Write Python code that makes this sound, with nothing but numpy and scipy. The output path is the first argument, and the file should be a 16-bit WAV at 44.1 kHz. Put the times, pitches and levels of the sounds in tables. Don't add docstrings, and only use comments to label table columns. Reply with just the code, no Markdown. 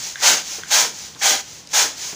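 import sys
import numpy as np
from scipy import signal
from scipy.fft import rfft, irfft
from scipy.io import wavfile
from scipy.ndimage import uniform_filter1d

SR = 44100
rng = np.random.default_rng(int(sys.argv[2]) if len(sys.argv) > 2 else 0)


def wav_record(signal):
    frames = np.transpose(np.atleast_2d(signal))
    bounded = np.clip(frames, -1, 1)
    quanta = np.round(bounded * 32767).astype(np.int16)
    wavfile.write(sys.argv[1], SR, quanta)


N = 94815

# [f/Hz, width/Hz, lift/dB]
HOLLOW = [(593, 79, 4.5), (792, 33, 9), (1001, 20, -5), (1155, 100, -15), (1203, 80, 10.5),
          (1320, 80, -4.5), (1592, 63, 4.5), (2010, 31, 5), (2280, 140, 6), (2710, 240, 0.5),
          (3270, 420, 6), (3480, 40, -13.5), (4010, 270, 2), (4100, 100, 0.5)]
# [f/Hz, density/dB per Hz]
INTAKE = [(180, -53), (300, -24), (331, -16), (658, -16), (801, -10.5), (991, -10), (1090, -13.5),
          (2250, -9), (3670, -8), (3980, -6), (6100, -0.5), (7060, -3.5), (8190, -14), (13400, -26),
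          (15000, -6)]


def undb(db):
    return 10 ** (np.asarray(db) / 20)


def times():
    return np.arange(N) / SR


def freqs():
    return np.maximum(np.arange(N // 2 + 1) * SR / N, 1)


def slope(points):
    hz, db = np.array(points).T
    octaves_below = np.maximum(np.log2(hz[0] / freqs()), 0)
    return np.interp(np.log(freqs()), np.log(hz), db) - 12 * octaves_below


def bumps(rows, ratio=1):
    return sum(db * np.exp(-2 * ((freqs() - hz * ratio) / width) ** 2) for hz, width, db in rows)


def band(hz, octaves):
    return -20 * np.log10(1 + (np.log2(freqs() / hz) / octaves) ** 2)


def noise(db):
    x = irfft(rfft(rng.standard_normal(N)) * undb(db), N)
    return x / x.std()


def swell(at, before, after):
    u = times() - at
    return np.exp(-.5 * (u / np.where(u < 0, before, after)) ** 2)


def above(x, hz):
    return signal.sosfilt(signal.butter(4, hz, "high", fs=SR, output="sos"), x)


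def turbulence():
    flutter_db, flutter_hz = 0.42, 69
    return undb(flutter_db * noise(-20 * np.log10(1 + (freqs() / flutter_hz) ** 2)))


def still_air():
    # [f/Hz, density/dB per Hz]
    room_tone = [(25, -26), (48, -11), (68, 0), (110, -3.5), (165, 1), (260, -4), (500, -8), (1500, -12.5),
                 (6000, -12), (10000, -27), (15000, -48)]
    level_db = -46.5
    return undb(level_db) * noise(slope(room_tone))


def pulls():
    # [start t/s, end t/s, level/dB at full speed before easing]
    return_strokes = [(-.04, 0.15, -27), (0.417, 0.62, -27), (0.904, 1.128, -32), (1.413, 1.654, -37),
                      (1.94, 2.163, -26.5)]
    power, ease_s = 0.97, 0.059
    hollow_share = 0.29
    seep_db, seep_peak_s, seep_s = -38, 0.19, 0.8

    flow = undb(seep_db) * swell(seep_peak_s, seep_s, seep_s)
    for start, end, db in return_strokes:
        speed = np.sin(np.pi * np.clip((times() - start) / (end - start), 0, 1))
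        hiss = uniform_filter1d(abs(speed) ** power, int(ease_s * SR) + 1)
        flow = np.hypot(flow, undb(db) * hiss)
    air = noise(slope(INTAKE) + hollow_share * bumps(HOLLOW))
    return flow * turbulence() * air


def clacks():
    # [t/s, peak level/dB, pitch ratio]
    turns = [(0.1571, -16, 1.03), (.6345, -18.5, 0.965)]
    # [f/Hz, 60 dB decay t/s, level/dB]
    barrel_modes = [(1613, 0.014, 1.5), (1910, .014, -7), (3480, 0.0086, -1.5), (6100, .006, -7)]
    attack_s, low_cut_hz = 0.00045, 1080

    out = np.zeros(N)
    for at, db, ratio in turns:
        u = np.maximum(times() - at, 0)
        ring = np.zeros(N)
        for hz, t60, mode_db in barrel_modes:
            ring += undb(mode_db - 60 * u / t60) * np.sin(2 * np.pi * hz * ratio * u)
        ring = above(ring * (1 - np.exp(-u / attack_s)), low_cut_hz)
        out += undb(db) * ring / abs(ring).max()
    return out


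def scrapes():
    # [middle t/s, level/dB, spread t/s]
    rubs = [(0.19, -39, 0.025), (0.22, -28, 0.0033), (0.644, -46, 0.065), (1.216, -30, 0.0033)]
    hz, octaves = 1780, 0.42
    envelope = sum(undb(db) * swell(at, spread, spread) for at, db, spread in rubs)
    return envelope * noise(band(hz, octaves))


def pushes():
    # [valve opens t/s, level/dB, rise t/s, fall begins t/s after opening, fall/dB per s,
    # valve shuts t/s, resonance pitch ratio, resonance depth ratio, pop f/Hz, leak level/dB]
    push_strokes = [(0.217, -8.5, 0.023, 0.089, 190, .425, 0.96, 0.69, 580, -27),
                    (0.703, -11, 0.012, .120, 260, .92, 1.03, 0.55, 794, -29),
                    (1.213, -11, 0.02, 0.096, 174, 1.416, 1.0, 1.09, 767, -31.5),
                    (1.728, -11.5, 0.016, 0.094, 225, 1.988, 1.042, 0.48, 594, -31.5)]
    # [f/Hz, density/dB per Hz]
    rush = [(88, -52), (150, -16), (200, -27), (243, -11), (364, -19), (787, -5.5), (1010, -4),
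            (1130, -7.5), (1570, -4.5), (1770, -6.5), (2180, -6.5), (3090, -7.5), (6550, -0.5),
            (8250, -11.5), (11700, -20.5), (13600, -19.5), (15000, -5)]
    knee_s, shut_s = 0.017, 0.0027
    jet_low_hz = 340
    treble_hz, treble_power = 8000, 1.27
    pop_db, pop_lag_s, pop_rise_s, pop_fall_s, pop_octaves = -21.5, 0.012, 0.0032, 0.0078, 0.14
    buffet_db, buffet_hz, buffet_octaves = -25, 406, 1
    buffet_lag_s, buffet_rise_s, buffet_fall_s = 0.0046, 0.0088, 0.047
    leak_lead_s, leak_s = 0.00082, 0.017

    out = np.zeros(N)
    for start, db, rise, hold, fall, shut, ratio, depth, pop_hz, leak_db in push_strokes:
        u = np.maximum(times() - start, 0)
        slowing = undb(-fall * knee_s * np.logaddexp(0, (u - hold) / knee_s))
        valve = (1 - np.tanh((times() - shut) / shut_s)) / 2
        flow = (1 - np.exp(-u / rise)) * slowing * valve

        air = above(noise(slope(rush) + depth * bumps(HOLLOW, ratio)), jet_low_hz)
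        body = irfft(rfft(air) / (1 + (freqs() / treble_hz) ** 4), N)
        treble = air - body
        jet = flow * body + flow ** treble_power * treble

        pop = swell(start + pop_lag_s, pop_rise_s, pop_fall_s) * noise(band(pop_hz, pop_octaves))
        buffet = swell(start + hold + buffet_lag_s, buffet_rise_s, buffet_fall_s)
        buffet = buffet * noise(band(buffet_hz, buffet_octaves))
        leak = swell(start - leak_lead_s, leak_s, leak_s) * noise(slope(INTAKE))
        out += undb(db) * (jet + undb(pop_db) * pop + undb(buffet_db) * buffet)
        out += undb(leak_db) * leak
    return out * turbulence()


def taps(rows, t60, octaves):
    out = np.zeros(N)
    for at, db, hz in rows:
        u = times() - at
        decay = (u > 0) * undb(-60 * np.maximum(u, 0) / t60)
        burst = decay * noise(band(hz, octaves))
        out += undb(db) * burst / abs(burst).max()
    return out


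def knocks():
    # [t/s, peak level/dB before the low cut, centre f/Hz]
    hand_knocks = [(.584, -29.5, 490), (.589, -31.5, 900), (1.152, -36, 218), (1.158, -35, 1150),
                   (2.125, -30.5, 1320), (2.128, -28.5, 240)]
    t60_s, octaves, low_cut_hz = 0.099, 0.88, 144
    return above(taps(hand_knocks, t60_s, octaves), low_cut_hz)


def ticks():
    # [t/s, peak level/dB, centre f/Hz]
    small_ticks = [(1.137, -35, 3500), (1.149, -27, 3850), (1.195, -37, 5700), (1.673, -25, 5130),
                   (1.691, -27, 5550)]
    t60_s, octaves = 0.0073, 0.21
    return taps(small_ticks, t60_s, octaves)


def room(x):
    t60_s, wash_db, gap_s = 0.28, -9.5, 0.0031
    decay = np.exp(-np.log(1000) * times() / t60_s)
    tail = rng.standard_normal(N) * decay * (times() > gap_s)
    wash = signal.fftconvolve(x, tail / np.linalg.norm(tail))[:N]
    return x + undb(wash_db) * wash


def scene():
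    handling = clacks() + scrapes() + knocks() + ticks()
    mono = room(pulls() + pushes() + handling) + still_air()
    return np.array([mono, mono])


def record(dry):
    # [f/Hz, width/Hz, lift/dB]
    mic_response = [(6660, 1100, 2.5), (13550, 2500, -4), (15100, 830, -6.5)]
    top_hz = 15480
    coloured = irfft(rfft(dry) * undb(bumps(mic_response)), N)
    return signal.sosfilt(signal.ellip(14, .2, 80, top_hz, fs=SR, output="sos"), coloured)


dry = scene()
out = record(dry)
wav_record(out)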